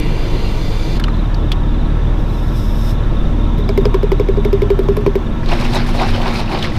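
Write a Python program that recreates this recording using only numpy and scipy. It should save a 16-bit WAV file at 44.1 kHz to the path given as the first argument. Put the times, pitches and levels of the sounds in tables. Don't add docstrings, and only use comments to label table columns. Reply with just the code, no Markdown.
import sys
import numpy as np
from scipy import signal
from scipy.fft import rfft, irfft, next_fast_len
from scipy.io import wavfile
from scipy.ndimage import uniform_filter1d, map_coordinates

SR = 44100
rng = np.random.default_rng(int(sys.argv[2]) if len(sys.argv) > 2 else 0)


def ratio_of_db(decibels):
    return 10 ** (np.asarray(decibels, float) / 20)


def pcm_store(signal):
    levels = np.round(np.clip(np.atleast_2d(signal), -1, 1) * 32767)
    wavfile.write(sys.argv[1], SR, levels.astype(np.int16).T)


N = 298998
T = np.arange(N) / SR

# (frequency [Hz], density [dB per Hz])
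FLAME_SPECTRUM = [(700, -31.5), (1400, -13.5), (2200, 1), (3200, -3), (3800, -12), (5000, -40)]
# (frequency [Hz], density [dB per Hz])
JET_SPECTRUM = [(2500, -40), (3400, -4), (4200, -2.5), (5200, -9.5), (6600, -15.5), (9400, -19.5),
                (12300, -23.5), (13200, -36), (15600, -47)]
# (frequency [Hz], width [Hz], level over the jet [dB])
POT_MODES = [(2010, 60, 9), (2360, 90, 7.5), (2770, 33, 11), (3080, 40, 5), (3510, 110, 9.5),
             (4160, 66, 9.5), (4700, 120, 11), (5100, 80, 5), (5750, 100, 3), (6180, 110, 11),
             (7000, 110, 10), (8500, 120, 3), (9400, 200, 3), (10800, 150, 3), (12010, 260, 12),
             (12500, 150, 4)]
# (start [s], end [s], firing rate [Hz])
ENGINE_SCENES = [
    (-.1, .95, 26),
    (0.949, 5.4, 37.65),
    (5.4, 6.9, 26.87),
]
# (multiple of firing rate [1], level [dB])
ENGINE_ORDERS = [
    [(1, 0), (1.82, -7), (3.8, -16)],
    [(1, 0), (2, -12), (3, -15), (3.93, -17), (5.87, -17), (6.4, -20), (7.87, -21)],
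    [(1, 0), (1.5, -18)],
]
# (time [s], level [dB])
THROB_LEVEL = [(0, -15.5), (.9, -15.5), (1, -14), (2, -14), (2.3, -15), (3.5, -13.5), (4.6, -14), (5, -17),
               (5.3, -21), (5.45, -14), (6.25, -15), (6.5, -22), (6.78, -26)]
# (frequency [Hz], density [dB per Hz])
RUMBLE_SPECTRUM = [(5, -23), (11, -0.5), (20, 0.5), (28, -8.5), (48, -10.5), (62, -15), (85, -7.5),
                   (130, -9), (220, -16.5), (268, -24.5), (340, -18.5), (420, -35.5), (650, -70.5)]
# (frequency [Hz], density [dB per Hz])
DRONE_SPECTRUM = [(180, -23), (300, -4.5), (520, -10.5), (600, -12.5), (1000, -16), (1400, -20.5),
                  (1900, -25.5), (3300, -29), (4400, -38), (5800, -42.5), (7000, -47.5), (13000, -58.5),
                  (15600, -69)]
# (frequency [Hz], width [Hz], level [dB])
CASING_MODES = [
    [(305, 20, 4), (452, 12, 8), (549, 14, 5), (942, 20, 4)],
    [(576, 14, 4), (937, 10, 9), (1017, 10, 4), (1098, 10, 10), (1330, 16, 8), (1690, 20, 5), (1771, 16, 6),
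     (5850, 500, 1)],
]
RUMBLE_LEVELS = [-17.7, -18.3, -18.5]
DRONE_LEVELS = [-29.8, -31.3, -31]
# (first stroke [s], last stroke [s], level [dB], pitch [Hz])
CHIRP_PHRASES = [(.3, .41, -46, 3950), (1.098, 1.2, -42, 4000), (1.752, 1.856, -43, 3950),
                 (2.25, 2.352, -44, 3950), (2.945, 3.05, -46, 4000), (3.59, 3.645, -43, 3980),
                 (4.08, 4.185, -46, 3950), (1.713, 1.713, -41, 3550), (1.91, 1.91, -43, 3780),
                 (2.07, 2.11, -42, 3580), (3.522, 3.522, -42, 3600), (3.68, 3.68, -42, 3580),
                 (1.147, 1.257, -41, 3720), (1.389, 1.489, -43, 3590), (1.642, 1.74, -42, 3600),
                 (1.786, 1.854, -42, 3550), (2.027, 2.171, -46, 3600), (2.428, 2.6, -43, 3620),
                 (2.82, 2.92, -47, 3620), (2.989, 3.039, -41, 3660), (3.167, 3.261, -42, 3620),
                 (3.364, 3.41, -43, 3620), (3.446, 3.5, -42, 3670), (3.598, 3.628, -41, 3570),
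                 (3.736, 3.736, -42, 3620), (3.997, 4.041, -43, 3660), (4.402, 4.402, -41, 3550),
                 (4.472, 4.472, -43, 3550), (4.564, 4.564, -44, 3600), (4.853, 4.853, -46, 3750),
                 (5.27, 5.325, -43, 3650), (5.38, 5.38, -41, 3650)]
# (time [s], level [dB], pitch [Hz], dull thud [dB], crisp edge [dB])
FOIL_SNAPS = [(0, -28, 6000, -10, 7), (0.9978, -15, 1450, 0, -18), (0.998, -19, 3600, -5, -8),
              (1.001, -21, 4400, -10, -10), (1.004, -24, 1500, 0, -20), (1.014, -25, 1600, 0, -25),
              (1.0393, -14, 4100, -10, -30), (1.0405, -13, 3000, -4, -36), (1.082, -14, 1300, 0, -34),
              (1.169, -31, 4000, -10, -10), (1.345, -21, 4500, -12, -32), (1.517, -22, 2500, 0, -8),
              (1.5183, -6.5, 3400, -17, -25), (1.5215, -18, 4300, -20, -20), (1.5265, -20, 3300, -20, -25),
              (1.5315, -23, 3100, -20, -25)]
# (time [s], level [dB])
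POWDER_FLOW = [(2.14, -75), (2.195, -54), (2.26, -62), (2.308, -51.5), (2.518, -51.5), (2.57, -43.5),
               (2.73, -48.5), (2.91, -40.5), (2.965, -64)]
# (frequency [Hz], density [dB per Hz])
POWDER_SPECTRUM = [(1760, -34), (3000, -11), (3280, -10), (3690, 1), (4410, -14), (5310, 0), (5850, -9),
                   (6900, -16), (9150, -14.5), (10300, -18.5), (13000, -11), (15600, -27)]
# (time [s], body [dB], click [dB], spray [dB], ring [s])
SPOON_KNOCKS = [(3.5857, -19, -29, -45, .063), (3.6908, -13, -15, -42, .06), (3.7761, -5, -14, -31, .081),
                (3.8541, -5.5, -12.5, -41, .056), (3.9432, -5.5, -14.5, -40, .06),
                (4.0304, -7, -21.5, -44, .058), (4.118, -5.5, -15, -39, .056),
                (4.1975, -5.5, -17.5, -45, .054), (4.286, -7.5, -22.5, -46, .086),
                (4.3704, -9.5, -27, -51, .084), (4.449, -10.5, -16.5, -36, .09),
                (4.529, -5, -17, -39, .096), (4.6184, -9, -15.5, -38, .124), (4.7027, -4.5, -17, -39, .1),
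                (4.7905, -6.5, -19.5, -38, .07), (4.886, -6.5, -18, -48, .13),
                (4.9686, -11, -17.5, -30, .095), (5.0636, -5, -15, -41, .081),
                (5.1545, -6.5, -17.5, -39, .068)]
# (pitch [Hz], twin [dB], upper [dB], lower [dB], lag [s])
BODY_MODES = [(395, -12, -12, -14, .001), (395, -8, -12, -9, 0), (393, -20, -14, -18, .0004),
              (412, -14, -7, -14, .001), (385, -18, -12, -15, 0), (408, -14, -8, -14, .002),
              (388, -18, -15, -16, .0002), (410, -16, -8, -14, .001), (388, -10, -10, -16, .0015),
              (403, -20, -12, -11, .0028), (410, -5, -16, -14, .004), (397, -20, -18, -20, .0002),
              (409, -3, -14, -14, .002), (397, -20, -20, -15, .001), (385, -6, -14, -11, 0),
              (398, -20, -18, -14, .0004), (414, -8, -14, -16, .0039), (398, -20, -10, -1, .0007),
              (389, -12, -13, -15, .0004)]
STRIKE_POINTS = [(0, 0, 0, 0), (8, -4, 2, 6), (2, -6, 5, 2), (-5, 4, -2, 7), (-3, 8, 0, -5), (-8, 9, -3, 0),
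                 (5, 5, 3, -3), (-7, 4, 2, -3), (-2, -5, 5, 0), (-4, 3, 1, -2), (4, -5, 4, -2),
                 (1, 1, -2, -1), (-2, 0, 1, -6), (0, 7, 2, -6), (-4, 0, -5, -2), (3, 8, -3, -4),
                 (5, 4, -2, -5), (1, 8, 3, -12), (0, -1, 3, -8)]
# (frequency [Hz], level [dB], decay T60 [s])
WALL_MODES = [(627, -24.5, 0.057), (1000, -18.5, 0.017), (2250, -21.5, 0.016), (5000, -29, .014)]
GRAZE_TIMES = [3.579, 3.6, 3.8097, 4.8334, 5.0094]
# (body [dB], click [dB], spray [dB], ring [s])
GRAZE_FORCE = (-25, -32, -53, .11)
# (frequency [Hz], gain [dB])
CLICK_SPECTRUM = [(500, 3), (1000, -2), (1600, -5), (2200, -8.5), (3300, -9), (5200, -14), (7000, -25),
                  (10000, -32), (16000, -42)]
# (frequency [Hz], gain [dB])
SPRAY_SPECTRUM = [(4000, -26), (6500, -6), (9500, -4), (12500, 2), (14000, -3), (15700, -15)]
# (time [s], exhaust pitch [Hz], level [dB])
VEHICLE_PASS = [(4.7, 225.6, -46), (4.8, 235.5, -29), (5.43, 228.0, -30.5), (5.6, 239.8, -25.5),
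                (6.32, 234.4, -26.5), (6.78, 222.4, -33)]
# (frequency [Hz], density [dB per Hz])
WASH_SPECTRUM = [(710, -62), (1200, -1.5), (1640, -1.5), (1790, -3), (2580, -2), (3350, -6), (3850, -3.5),
                 (5310, -9.5), (7500, -38.5), (9750, -54), (16500, -120)]
# (frequency [Hz], density [dB per Hz])
FOAM_SPECTRUM = [(3530, -27), (6000, -6.5), (7320, -10), (9230, -10.5), (12500, -17), (13800, -15),
                 (15600, -31)]
# (frequency [Hz], density [dB per Hz])
SLAP_SPECTRUM = [(220, -17), (380, 2), (423, -28), (461, -7.5), (792, -1), (989, -5), (1600, -21.5),
                 (2080, -40), (3520, -120)]
# (time [s], force [dB], slap over force [dB], foam over force [dB])
WATER_SURGES = [(5.526, -21.5, 2, -24), (5.61, -26, 6, -19), (5.655, -25, 2, -21), (5.7, -30, 0, -27),
                (5.76, -19, 2, -20), (5.81, -25, -5, -25), (5.89, -26, -1, -18), (5.956, -26, 1, -19),
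                (6.022, -20.5, 9, -24), (6.09, -22.5, -7, -21), (6.16, -25, 3, -23), (6.225, -27, 4, -21),
                (6.28, -23, 8, -25), (6.355, -23.5, -7, -19), (6.395, -23, 3, -21), (6.535, -23, 9, -24),
                (6.575, -27, 2, -27), (6.645, -21, -4, -24), (6.765, -28, -1, -21)]
# (rise [dB per s], fall [dB per s])
SURGE_SLOPES = [
    (230, 200),
    (350, 280),
    (220, 370),
]
# (time [s], level [dB], pitch [Hz])
WATER_THUMPS = [(5.49, -12, 721), (5.5285, -2, 694), (5.607, -5, 697), (5.74, -9, 947), (5.763, 3, 810),
                (5.89, -4, 750), (5.948, -7, 665), (5.995, -11, 600), (6.018, -2, 734), (6.149, -12, 581),
                (6.405, -6, 1200), (6.512, -6, 816), (6.573, -8, 740), (6.178, -6, 533), (6.202, -3, 740),
                (6.23, -5, 931), (6.257, -3, 939), (6.288, -6, 807), (6.349, -13, 789), (6.482, -10, 541),
                (6.548, -3, 600)]
# (time [s], level [dB], pitch [Hz])
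DROP_SMACKS = [(5.432, -21.5, 1820), (5.4593, -20, 3700), (5.4872, -15.5, 3740), (5.5172, -13, 2590),
               (5.5895, -15, 2240), (5.626, -16, 2510), (5.6504, -17.5, 2440), (5.734, -14, 3820),
               (5.8654, -24, 3730), (5.9433, -22.5, 2010), (5.9965, -11, 2140), (6.145, -14.5, 2910),
               (6.2158, -13, 2770), (6.2575, -16, 2240), (6.458, -24, 3660), (6.478, -22, 2650),
               (6.4956, -22, 2500), (6.5157, -18.5, 2350), (6.587, -17, 3964), (6.6255, -6, 3300),
               (6.7196, -19, 1870), (6.7513, -20.5, 2380)]


def unit(x):
    return x / np.sqrt(np.mean(x ** 2) + 1e-20)


def curves(rows, outside=None):
    s, *cols = np.transpose(rows)
    return [np.interp(T, s, c, outside, outside) for c in cols]


def wobble(rate):
    knots = rng.standard_normal(int(N * rate / SR) + 4)
    return np.interp(T, T[::8], map_coordinates(knots, [T[::8] * rate]))


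def along(points, hz):
    f, v = np.transpose(points)
    return ratio_of_db(np.interp(np.log(hz + 1), np.log(f + 1), v))


def band(hz, width_hz):
    return lambda f: (f * width_hz) ** 2 / ((f * f - hz * hz) ** 2 + (f * width_hz) ** 2)


def ping(hz, db, t60):
    t = T[:4096]
    return ratio_of_db(db - 60 * t / t60) * np.sin(2 * np.pi * hz * t)


def burst(colour, t60):
    t = T[:4096]
    noise = rfft(rng.standard_normal(len(t)))
    noise = irfft(noise * colour(np.fft.rfftfreq(len(t), 1 / SR) + 1))
    return unit(noise) * ratio_of_db(-60 * t / t60) * (1 - np.exp(-t / 0.00041))


def rush(spectrum, patchy_db, peaks=(), grain=0, size=(6, 8)):
    z = signal.stft(rng.standard_normal(N) * ratio_of_db(grain * wobble(500)), nperseg=512)[2]
    patches = uniform_filter1d(rng.standard_normal(z.shape), size[0], 0)
    patches = uniform_filter1d(patches, size[1], 1)
    x = signal.istft(z * ratio_of_db(patchy_db * unit(patches)), nperseg=512)[1][:N]
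    m = next_fast_len(N, True)
    hz = np.fft.rfftfreq(m, 1 / SR)
    power = 1 + sum(ratio_of_db(2 * db) / (1 + (2 * (hz - c) / w) ** 2) for c, w, db in peaks)
    return unit(irfft(rfft(x, m) * along(spectrum, hz) * np.sqrt(power), m)[:N])


def add(out, s, x):
    part = out[max(round(s * SR), 0):][:len(x)]
    part += x[:len(part)]


def burner():
    cut_db = -np.clip(T - .975, 0, .1) * 1100
    flare_db = 3 * np.exp(-(T / .3) ** 2)
    flicker_db = .6
    flame_db = -38.8 + flare_db + flicker_db * wobble(6) + cut_db
    jet_db = -38.8 - .7 * flare_db + flicker_db * wobble(4) + cut_db
    flame = rush(FLAME_SPECTRUM, patchy_db=1.8, peaks=POT_MODES, size=(2, 30))
    jet = rush(JET_SPECTRUM, patchy_db=1.8, peaks=POT_MODES, size=(2, 30))
    return ratio_of_db(flame_db) * flame + ratio_of_db(jet_db) * jet


def engine():
    throb = np.zeros(N)
    for (start, end, hz), orders in zip(ENGINE_SCENES, ENGINE_ORDERS):
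        turns = np.cumsum(hz * (1 + 0.0031 * wobble(3))) / SR
        gate = np.clip(np.minimum(T - start, end - T) / 0.023 + .5, 0, 1)
        for k, db in orders:
            unsteady_db = min(k // 2, 1) * 2.55 * wobble(5)
            throb += gate * ratio_of_db(db + unsteady_db) * np.sin(2 * np.pi * (k * turns + rng.random()))
    second, third = ENGINE_SCENES[1][0], ENGINE_SCENES[2][0]
    which = np.searchsorted([second, third], T)
    load_db = .8 * wobble(2.5)
    rumble_db = np.take(RUMBLE_LEVELS, which) + load_db
    drone_db = np.take(DRONE_LEVELS, which) + .5 * load_db + 2.5
    rumble = rush(RUMBLE_SPECTRUM, patchy_db=0.77)
    first_drone, later_drone = [rush(DRONE_SPECTRUM, patchy_db=0.83, peaks=p) for p in CASING_MODES]
    drone = np.where(T < second, first_drone, later_drone)
    return ratio_of_db(curves(THROB_LEVEL)[0] + 2.5) * throb + ratio_of_db(rumble_db) * rumble + ratio_of_db(drone_db) * drone


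def crickets():
    out, t = np.zeros(N), T[:round(.03 * SR)]
    stroke_gap_s = .052
    strokes = []
    for first, last, db, hz in CHIRP_PHRASES:
        for at in np.linspace(first, last, round((last - first) / stroke_gap_s) + 1):
            strokes.append((at, db + rng.normal(0, 1.5), hz * (1 + rng.normal(0, .012))))
    chorus_db = -49.7 + 1.5 * wobble(1)
    places = np.linspace(0, 1, 500) + rng.normal(0, .001, 500)
    for place, (loudness, tuning) in zip(places, rng.random((500, 2))):
        swell_db = chorus_db[round(np.clip(place, 0, 1) * (N - 1))]
        strokes.append((6.78 * place, swell_db + 0.5 + 4 * loudness, 3430 + 400 * tuning))
    for at, db, hz in strokes:
        pitch = hz * (1 + .11 * (.5 - t / t[-1]))
        tone = np.sin(np.pi * t / t[-1]) * np.sin(2 * np.pi * np.cumsum(pitch) / SR)
        add(out, at - t[-1] / 2, ratio_of_db(db + .3) * tone)
    return out * (1 + .4 * wobble(350))


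def sachet():
    flow_db = curves(POWDER_FLOW, -120)[0] + 3
    out = ratio_of_db(flow_db) * rush(POWDER_SPECTRUM, patchy_db=0.0, grain=1.2)
    for s, db, hz, thud_db, crisp_db in FOIL_SNAPS:
        t60 = .044 + .001 * db
        snap = ping(hz, 3, .5 * t60)
        snap += ratio_of_db(-5) * burst(band(hz, 0.35 * hz), t60)
        snap += ratio_of_db(-17) * burst(band(hz, 1.1 * hz), .5 * t60)
        snap += ratio_of_db(thud_db) * burst(band(1350, 900), t60)
        snap += ratio_of_db(crisp_db) * burst(band(10000, 14000), 0.67 * t60)
        add(out, s, ratio_of_db(db - 4.5) * snap)
    return out


def spoon():
    def click_colour(f):
        return along(CLICK_SPECTRUM, f)

    def spray_colour(f):
        return along(SPRAY_SPECTRUM, f)

    out, t = np.zeros(N), T[:4096]
    pair_hz, upper_hz, lower_hz = 398, 476, 345
    knocks = list(zip(SPOON_KNOCKS, BODY_MODES, STRIKE_POINTS))
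    knocks += [((s, *GRAZE_FORCE), BODY_MODES[0], STRIKE_POINTS[0]) for s in GRAZE_TIMES]
    for (s, body_db, click_db, spray_db, ring_s), modes, struck in knocks:
        hz, twin_db, upper_db, lower_db, lag = modes
        body = ping(hz, 0, .25) + ping(2 * pair_hz - hz, twin_db, .25)
        body += ping(upper_hz, upper_db + 5.5, .075) + ping(lower_hz, lower_db, .09)
        damping = ratio_of_db(-60 * (t / np.clip(ring_s, .05, .15)) ** 2)
        onset = 1 - np.exp(-t / 0.0035)
        add(out, s + np.clip(lag, 0, .007), ratio_of_db(body_db + 3.5) * body * damping * onset)
        wall = sum(ping(f * (1 + rng.normal(0, 0.025)), db + more_db, t60)
                   for (f, db, t60), more_db in zip(WALL_MODES, struck))
        click = burst(click_colour, 0.03) + ratio_of_db(-6.5) * burst(click_colour, 0.079)
        tick = ping(12500 * (1 + rng.normal(0, .04)), 5, .004) + burst(spray_colour, 0.008)
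        spray = ratio_of_db(spray_db + 3.5) * tick + ratio_of_db(.5 * spray_db - 28.5) * burst(spray_colour, 0.06)
        add(out, s, ratio_of_db(click_db - 5.5) * click + ratio_of_db(click_db + 16) * wall + spray)
    return out


def vehicle():
    hz, db = curves(VEHICLE_PASS)
    turns = np.cumsum(hz) / SR
    half_order = ratio_of_db(-6 + 3.6 * wobble(3.5)) * np.sin(np.pi * turns)
    note = np.sin(2 * np.pi * turns) + half_order
    return ratio_of_db(db + 4.5) * np.clip((T - 4.6) / .15, 0, 1) * note


def surge(times, db, rise, fall):
    late = T[round(5.3 * SR):] - np.array(times)[:, None]
    level_db = np.array(db)[:, None] + np.minimum(rise * late, -fall * late)
    gain = np.sqrt(np.sum(ratio_of_db(2 * level_db), 0))
    return np.pad(gain, (N - len(gain), 0))


def shaking():
    at, force_db, slap_db, foam_db = np.transpose(WATER_SURGES)
    flow, slap, foam = [surge(at, force_db + db, *slope)
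                        for db, slope in zip((0, slap_db, foam_db), SURGE_SLOPES)]
    wash, t = rush(WASH_SPECTRUM, patchy_db=1.8, grain=2, size=(8, 5)), T[:600]
    for when, tuning, loudness in rng.random((450, 3)):
        hz = 1200 * 6 ** tuning
        decay = ratio_of_db(-13.5 + 16 * loudness ** 2 - 60 * t * hz / 22)
        bubble = decay * np.sin(2 * np.pi * hz * t * (1 + 12 * t))
        add(wash, 5.4 + 1.38 * when, bubble)
    out = ratio_of_db(-3) * flow * wash
    out += ratio_of_db(2.2) * foam * rush(FOAM_SPECTRUM, patchy_db=1.0, grain=3)
    out += ratio_of_db(-2.5) * slap * rush(SLAP_SPECTRUM, patchy_db=0.5, grain=2.2)
    thump_t60, smack_t60 = .06, .032
    for s, db, hz in WATER_THUMPS:
        thump = ratio_of_db(-3) * burst(band(hz, 0.84 * hz), thump_t60) + ping(hz, 1, .6 * thump_t60)
        add(out, s, ratio_of_db(db - 13.5) * thump)
    for s, db, hz in DROP_SMACKS:
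        smack = burst(band(hz, 0.4 * hz), smack_t60) + ping(hz, -8, .6 * smack_t60)
        add(out, s, ratio_of_db(db - 6.5) * smack)
    return out * (T > 5.4)


def scene():
    return (burner() + engine() + crickets() + sachet() + spoon() + vehicle() + shaking())[None]


def band_limit(x):
    return signal.sosfilt(signal.butter(12, 15700, fs=SR, output="sos"), x)


def record(dry):
    m = next_fast_len(N, True)
    passed = np.fft.rfftfreq(m, 1 / SR) < 15700
    mix = irfft(rfft(dry, m) * passed, m)[:, :N]
    mix = mix / (1 + np.abs(mix) ** 20) ** (1 / 20)
    return band_limit(mix)


dry = scene()
out = record(dry)
pcm_store(out)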